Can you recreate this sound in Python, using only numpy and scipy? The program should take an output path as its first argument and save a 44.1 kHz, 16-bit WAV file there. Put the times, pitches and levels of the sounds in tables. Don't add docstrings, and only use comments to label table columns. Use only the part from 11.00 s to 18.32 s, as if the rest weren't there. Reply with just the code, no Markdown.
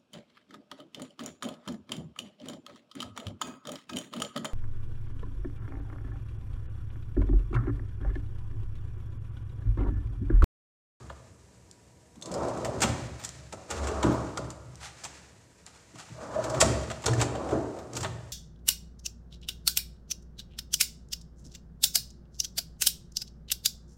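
import sys
import numpy as np
from scipy import signal
from scipy.fft import rfft, irfft, next_fast_len
from scipy.io import wavfile

SR = 44100
rng = np.random.default_rng(int(sys.argv[2]) if len(sys.argv) > 2 else 0)


def generate_wav(signal):
    frames = np.transpose(np.atleast_2d(signal))
    scaled = np.clip(frames, -1, 1) * 32767
    pcm = np.round(scaled).astype(np.int16)
    wavfile.write(sys.argv[1], SR, pcm)


N = 322812

# start_s [s], click_db (bright click) [dB],
# snap_db (very high snap) [dB], crunch_db (lower crunch) [dB]
CONTACTS = [(0.097, -54, -79, -48.5), (1.155, -54, -67, -64), (1.2213, -36, -63, -57),
            (1.256, -35, -62, -58), (1.314, -35, -54, -50), (1.3403, -32.5, -62, -53),
            (1.482, -36.5, -81, -63), (1.571, -38, -68, -54), (1.6457, -27.5, -42, -37),
            (1.8042, -26, -49, -38.5), (1.8172, -16, -32, -28), (1.825, -19, -43, -29.5),
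            (1.834, -33, -54, -27.5), (2.196, -50, -49, -49), (2.212, -44, -63, -56),
            (2.226, -42, -58, -54), (2.236, -37, -46, -48), (2.2467, -26, -56, -51),
            (2.524, -32.5, -75, -42), (2.7019, -29, -57, -39.5), (2.7122, -34, -54, -36.5),
            (2.8695, -28.5, -62, -39), (2.8835, -49, -63, -45), (3.027, -26.5, -54, -31.5),
            (3.0404, -51, -62, -49), (3.1235, -68, -43, -56), (3.3723, -31.5, -63, -39),
            (3.4422, -46, -72, -53), (3.501, -37, -64, -52.5), (4.036, -33.5, -60, -48.5),
            (4.048, -32, -53, -39), (4.9545, -49, -66, -52), (5.0843, -52, -67, -55),
            (5.439, -29, -48, -41), (5.496, -31, -60, -60), (5.544, -34, -51, -36.5),
            (5.602, -13.5, -46, -31), (5.6066, -11, -49, -37), (5.6112, -16.5, -53, -22.5),
            (5.9, -32.5, -69, -36.5), (5.912, -38, -58, -41), (6.021, -39, -58, -51),
            (6.0387, -34, -65, -37), (6.06, -15, -53, -33.5), (6.079, -43, -56, -31.5),
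            (6.1332, -31, -54, -45), (6.201, -37, -44, -33.5), (6.2134, -18.5, -48, -28),
            (6.351, -42, -68, -40.5), (6.4882, -40, -65, -45), (6.5087, -42, -68, -46),
            (6.786, -46, -51, -51), (6.9514, -31, -50, -57), (6.9658, -26, -37, -38),
            (7.006, -31, -44, -49), (7.0293, -25.5, -63, -36), (7.0444, -53, -64, -33),
            (7.0614, -44, -65, -52)]
# [dB, relative]
SLIDE_SPEEDS = [
    [(1.15, -80), (1.25, -49), (1.32, -39.5), (1.42, -34.5), (1.52, -36.5), (1.62, -38.5), (1.75, -39.5),
     (1.83, -40.5)],
    [(2.68, -61), (2.71, -46), (2.78, -44.5), (2.88, -40.5), (2.96, -42), (3.036, -40)],
    [(5.09, -76), (5.16, -56), (5.23, -41.5), (5.29, -44), (5.36, -39), (5.45, -37), (5.53, -36),
     (5.612, -35)],
    [(6.05, -43), (6.07, -37.5), (6.13, -38.5), (6.214, -34.5), (6.27, -40), (6.42, -39), (6.519, -37.5)],
]


def from_db(db):
    return 10 ** (np.asarray(db) / 20)


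def rms_one(x):
    return x / np.sqrt(np.mean(x ** 2) + 1e-20)


def in_time(rows):
    times_s, *columns = np.transpose(rows)
    return [np.interp(np.arange(N) / SR, times_s, column, -200, -200) for column in columns]


def at_hz(points, hz):
    table = np.array(points)
    return np.interp(np.log(hz), np.log(table[:, 0]), table[:, 1])


def drift(rate_hz):
    pole = np.exp(-2 * np.pi * rate_hz * 40 / SR)
    noise = rng.standard_normal(N // 40 + 2002)
    slow = signal.lfilter([1], [1, -2 * pole, pole * pole], noise)[2000:]
    return np.interp(np.arange(N) / 40, np.arange(len(slow)), rms_one(slow))


def ring(force, hz, t60_s):
    decay = from_db(-60 / (t60_s * SR))
    turn = 2 * np.pi * hz / SR
    return signal.lfilter([0, np.sin(turn)], [1, -2 * decay * np.cos(turn), decay * decay], force + 1e-18)


def coloured(x, spectrum):
    size = next_fast_len(N + 8192)
    filter_hz = np.maximum(np.arange(2049) * SR / 4096, 1)
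    log_gain = np.log(from_db(at_hz(spectrum, filter_hz)))
    folded = irfft(log_gain) * np.r_[1, 2 * np.ones(2047), 1, np.zeros(2047)]
    response = irfft(np.exp(rfft(folded)))
    response = response / np.sqrt(np.sum(response ** 2))
    return irfft(rfft(x, size) * rfft(response, size), size)[:N]


def grains(per_s, spread_db):
    sizes = from_db(spread_db * np.minimum(rng.exponential(1, N), 4)) * rng.choice([-1, 1], N)
    return rms_one(sizes * (rng.random(N) < per_s / SR))


def swell(rise_s, dying_s):
    t = np.arange(round(.25 * SR)) / SR
    rise = np.minimum(t / max(rise_s, 2e-4), 1)
    return rise * np.exp(-np.maximum(t - rise_s, 0) / max(dying_s, 1e-3))


def laid_out(shapes, level_db):
    line = np.zeros(N + SR)
    for (at, shape), gain in zip(shapes, from_db(level_db)):
        line[at:at + len(shape)] += gain * shape
    return line[:N]


def clicks_at(times_s, level_db):
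    line = np.zeros(N)
    line[np.round(times_s * SR).astype(int)] = from_db(level_db)
    return line


def background():
    # [dB per Hz, relative]
    air_spectrum = [(15, -28), (25, -4), (108, -4), (149, -7.5), (180, -2.5), (206, -10), (476, -12.5),
                    (641, -30), (988, -19), (1190, -30), (1740, -49), (7710, -24.5), (16000, -51)]
    # pitch_hz [Hz], level_db (height of the sine) [dB]
    hum_tones = [(172.3, -92), (479.1, -73.5), (726.7, -112), (963.6, -74), (1798, -82.5)]
    t = np.arange(N) / SR
    hum = sum(from_db(level_db + 1.0 * drift(7.2)) * np.sin(2 * np.pi * (hz * t + rng.random()))
              for hz, level_db in hum_tones)
    return from_db(-60) * coloured(rng.standard_normal(N), air_spectrum) + hum


def rolling_db():
    closings = [1, 0, 1, 0]
    home_levels_db = [(-14, 5, -1, -1, -6.5, -10), (12.5, 3, 0.5, -0.5, 0.5, -2.5),
                      (-10, 3, -6.5, -3.5, -1, -8.5), (2.5, 12.5, -0.5, -1, -6.5, -9)]
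    drawn_out_db = [-21, -41, -4.5, 2, 1.5, -4]
    # start_s [s], then six part start levels [dB]
    shaking_jolts = [(0.0, -50.5, -48.5, -53, -59, -54, -56), (1.828, -35.5, -34.5, -36, -34.5, -40.5, -40),
                     (2.36, -61, -49.5, -65, -68, -76, -67), (2.53, -59, -55, -53, -48, -52, -62),
                     (3.039, -40, -32, -30.5, -30, -29, -42.5), (3.361, -51, -41, -48, -45.5, -44.5, -59),
                     (3.64, -55, -47, -62, -73, -77, -74), (4.05, -60, -59.5, -60, -71, -69, -56),
                     (5.611, -40.5, -30, -29, -33.5, -33, -35.5),
                     (6.518, -49, -38.5, -31.5, -32, -36.5, -47.5),
                     (6.761, -64, -70, -47, -46, -48.5, -56.5), (6.929, -48, -48, -40, -48, -50.5, -48),
                     (7.01, -43, -39.5, -52, -48, -54, -69)]
    settling_db_per_s = [47.5, 62, 70.5, 74, 74, 43.7]
    resting_db = [-73, -75, -74.5, -70.5, -80, -64]
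    lingering_db = [-25.5, -20.5, -33, -27, -26, -24]
    # middle_s [s], half_width_s [s], level_db [dB]
    hiss_swells = [(2.3, 0.13, -51.5), (2.6, 0.087, -59), (2.8, 0.08, -43.5), (4.05, 0.18, -51.5),
                   (4.8, 0.27, -62), (5.1, 0.13, -53), (6.214, 0.025, -36)]
    linger_db_per_s, jolt_rise_s = 17, 0.0042

    t = np.arange(N) / SR
    power = from_db(2 * np.c_[resting_db]) * np.ones(N)
    for rows, closing, parts_db in zip(SLIDE_SPEEDS, closings, home_levels_db):
        drawn_out = np.interp(t, [rows[0][0], rows[-1][0]], [closing, 1 - closing])
        slide_db = in_time(rows)[0] + np.c_[list(parts_db)] + np.c_[drawn_out_db] * drawn_out
        power += from_db(2 * slide_db)
    for start_s, *parts_db in shaking_jolts:
        at = round(max(start_s, 0) * SR)
        since = t[:N - at]
        quick = from_db(-2 * np.c_[settling_db_per_s] * since)
        slow = from_db(2 * (np.c_[lingering_db] - linger_db_per_s * since))
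        rise = np.minimum(since / jolt_rise_s, 1)
        power[:, at:] += from_db(2 * np.c_[parts_db]) * (quick + slow) * rise
    for middle_s, width_s, level_db in hiss_swells:
        power[5] += from_db(2 * level_db) * np.exp(-((t - middle_s) / width_s) ** 2)
    return 10 * np.log10(power)


def balls():
    # [dB per Hz, relative]
    hiss_spectrum = [(880, -4.5), (1500, -1), (1610, 1), (2440, -2), (3310, -6), (7240, -2.5),
                     (9100, -11.5), (11900, -29), (16000, -28)]
    level = from_db(rolling_db()[5] - 3.5 + 1.6 * drift(27.0))
    return coloured(level * grains(12000, spread_db=1.5), hiss_spectrum)


def singing_db(hz):
    # pitch_hz [Hz], extra_db [dB]
    sung_pitches = [(960, 6.5), (433, 4), (632, 7.5), (433, 5)]
    width_octaves = 0.061
    t = np.arange(N) / SR
    total_db = 0
    for rows, (sung_hz, extra_db) in zip(SLIDE_SPEEDS, sung_pitches):
        closeness = np.exp(-(np.log2(hz / sung_hz) / width_octaves) ** 2)
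        is_rolling = (t > rows[0][0]) & (t < rows[-1][0])
        total_db = total_db + extra_db * closeness * is_rolling
    return total_db


def chest(shapes):
    # pitch_hz [Hz], level_db [dB, relative], t60_s (time to fade by 60 dB) [s]
    steel_modes = [(65.3, 1, 1), (69.7, 6, 0.5), (91, 0.5, 0.21), (119.5, 6, 0.25), (128.4, 1.5, 0.12),
                   (159.4, -2.5, 0.74), (185.4, -5.5, 0.18), (227.8, -0.5, 0.12), (257, -8, 0.052),
                   (287, -1.5, 0.21), (324.3, -0.5, 0.16), (378, 2, 0.074), (436.7, 1, 0.055),
                   (509, -2, 0.091), (574, 2, 0.055), (625, 0, 0.17), (661, -3, 0.21), (739, -0.5, 0.025),
                   (834.5, -6, 0.059), (920, -3.5, 0.038), (998.5, -3, 0.035), (1120, -3.5, 0.033),
                   (1232, -1.5, 0.021), (1292, -3.5, 0.021), (1405, -8, 0.055), (1540, -5, 0.011),
                   (1758, -6.5, 0.061), (3580, -11, 0.023), (4190, -19, 0.031), (6440, -22, 0.052)]
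    part_tops_hz = [100, 170, 470, 800, 2000]
    # start_s [s], level_db [dB, relative],
    # pitch_hz of the modes struck most [Hz], spread_octaves [octaves]
    blows = [(.098, -24, 1270, 0.62), (.104, -32.5, 550, 0.083), (1.167, -34.5, 216, 0.38),
             (1.224, -14, 4000, 0.3), (1.2245, -13, 6250, .1), (1.27, -33, 430, 0.75),
             (1.304, -22.5, 181, 0.11), (1.65, -20.5, 700, 0.69), (1.683, -20.5, 589, .1),
             (1.83, -43, 900, 0.54), (1.838, -15.5, 229, 0.27), (1.874, -19.5, 121, 0.45),
             (2.53, -29.5, 493, 0.97), (2.706, -47, 810, 0.42), (2.749, -27, 65, .2),
             (2.915, -17.5, 420, .15), (3.036, -11.5, 940, 0.16), (3.039, -9.5, 284, 0.61),
             (3.062, -11, 193, 0.14), (3.084, -16.5, 266, 0.8), (3.376, -13.5, 1310, 0.11),
             (3.385, -23, 413, 0.97), (4.934, -36.5, 212, 0.81), (4.955, -50, 700, 0.44),
             (5.101, -32, 153, 0.73), (5.18, -36, 612, 0.048), (5.36, -14, 605.4, 0.052),
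             (5.388, -17, 620, 0.059), (5.54, -33, 653, 0.14), (5.618, -9.5, 600, 0.4),
             (5.635, -18.5, 124, 0.7), (5.66, -21, 330, 0.15), (5.903, -28, 710, 0.24),
             (6.065, -15, 1400, 0.052), (6.08, -15, 423, 0.13), (6.093, -21, 130, 0.13),
             (6.169, -23, 125, .14), (6.134, -18.5, 1800, 0.12), (6.22, -31, 706, 0.46),
             (6.522, -13, 388, 0.33), (6.569, -19.5, 328, 0.63), (6.999, -25.5, 109, 0.47),
             (7.033, -37, 970, 0.19), (7.047, -30, 630, 0.12)]
    parts_db = rolling_db()
    knock_db = np.array(CONTACTS)[:, -1] + 1.17
    blow_s, blow_db, blow_hz, octaves = np.transpose(blows)
    soften = signal.butter(6, 1464, fs=SR, output="sos")
    bumps = signal.sosfilt(soften, [grains(1500, spread_db=3.5) for _ in range(3)])
    chatter = grains(5000, spread_db=1.5)
    luck_db = rng.normal(0, 2.5, (len(CONTACTS), len(steel_modes)))
    out = np.zeros(N)
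    for k, (hz, level_db, t60_s) in enumerate(steel_modes):
        part_db = parts_db[np.searchsorted(part_tops_hz, hz)]
        force = from_db(part_db + singing_db(hz) + 2.5 * drift(5.4) - 7.0) * bumps[k % 3]
        if part_tops_hz[3] < hz < part_tops_hz[4]:
            force = force + from_db(-8) * chatter * laid_out(shapes, knock_db + luck_db[:, k])
        distance = np.log2(hz / blow_hz) / np.clip(octaves, .05, 1)
        near_db = -6 * distance ** 2 - 10 * np.log10(1 + 10 * octaves)
        struck = (-1) ** k * clicks_at(blow_s, blow_db + near_db)
        soft = np.exp(-2 * np.pi * 2 * hz / SR)
        push = signal.lfilter([1 - soft], [1, -soft], struck + 1e-18)
        force = force / np.sqrt(t60_s * SR / 28) + push
        out += from_db(level_db) * ring(force, hz, t60_s)
    return out


def rattles():
    return [(round(start_s * SR) - 40, swell(rise_s=.0035, dying_s=0.01)) for start_s, *_ in CONTACTS]


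def rails(shapes):
    click_spectrum = [(2060, -26.5), (3500, -10), (3940, -10.5), (4370, -6.5), (4740, -6), (6200, -6.5),
                      (7500, -1.5), (8800, -10.5), (12000, -26), (15600, -38), (22000, -120)]
    snap_spectrum = [(8000, -6), (10500, -33), (13000, -10), (14500, -15), (16000, -18)]
    crunch_spectrum = [(1300, -12), (1800, 0.5), (2500, 2.5), (3600, 1.5), (4600, -1), (6000, -24.5)]
    _, click_db, snap_db, crunch_db = np.transpose(CONTACTS)
    crackle = grains(12000, spread_db=4.0)
    click = from_db(-8) * coloured(crackle * laid_out(shapes, click_db), click_spectrum)
    snap = from_db(-3) * coloured(crackle * laid_out(shapes, snap_db), snap_spectrum)
    crunch = from_db(-3) * coloured(crackle * laid_out(shapes, crunch_db), crunch_spectrum)
    return click + snap + crunch + from_db(9.0) * coloured(ticks(), click_spectrum)


def ticks():
    # [dB, relative]
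    tick_times = [(0.7127, -34.5), (1.214, -37), (1.2585, -31), (1.3407, -25), (2.249, -24), (2.2913, -25),
                  (2.71, -22), (3.3754, -20.5), (3.504, -28), (3.657, -47), (3.756, -34.5), (4.043, -25),
                  (4.6648, -31.5), (6.0593, -17), (6.9344, -29.5), (6.9705, -21.5)]
    t = np.arange(round(.006 * SR)) / SR
    bursts = rng.standard_normal((len(tick_times), len(t))) * np.exp(-t / 0.0011)
    bursts = bursts / np.linalg.norm(bursts, axis=1, keepdims=True)
    start_s, level_db = np.transpose(tick_times)
    starts = np.round(start_s * SR).astype(int)
    return laid_out(list(zip(starts, bursts)), level_db)


def scuffs():
    # [dB, relative]
    shoe_scuffs = [(3.794, 0.058, -40.5), (4.658, 0.01, -51), (4.72, 0.038, -56.5), (4.974, 0.02, -43)]
    # [dB per Hz, relative]
    grit_spectrum = [(180, -49), (300, -34), (855, 6), (1040, -10), (1210, 4), (1650, -3.5), (8050, -7),
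                     (15000, -38)]
    shapes = [(round(start_s * SR), swell(rise_s, dying_s=0.03)) for start_s, rise_s, _ in shoe_scuffs]
    level = laid_out(shapes, np.array(shoe_scuffs)[:, 2])
    return coloured(level * grains(2800, spread_db=2.5), grit_spectrum)


def garage(x):
    # pitch_hz [Hz], t60_s (time to fade by 60 dB) [s]
    room_fading = [(60, 1), (250, 1), (1000, 0.99), (3000, 0.73), (7000, 0.49), (14000, 0.32)]
    t = np.arange(round(1.2 * SR)) / SR
    tail = 0
    for low_hz in 40 * 2.0 ** np.arange(9):
        edges_hz = [low_hz, min(2 * low_hz, 19000)]
        octave = signal.butter(2, edges_hz, "band", fs=SR, output="sos")
        band = signal.sosfilt(octave, rng.standard_normal(len(t)))
        tail = tail + band * from_db(-60 * t / at_hz(room_fading, low_hz * np.sqrt(2)))
    tail = tail * np.clip(t / 0.0035 - .3, 0, 1)
    return signal.fftconvolve(x, tail / np.sqrt(np.sum(tail ** 2)))[:N]


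def scene():
    shapes = rattles()
    near = chest(shapes) + rails(shapes) + balls() + scuffs()
    room_db = -11
    return (near + from_db(room_db) * garage(near) + background())[None]


def record(dry):
    thin = signal.sosfilt(signal.butter(6, 56, "high", fs=SR, output="sos"), dry)
    return signal.sosfilt(signal.cheby2(12, 70, 16500, fs=SR, output="sos"), thin)


dry = scene()
out = record(dry)
generate_wav(out)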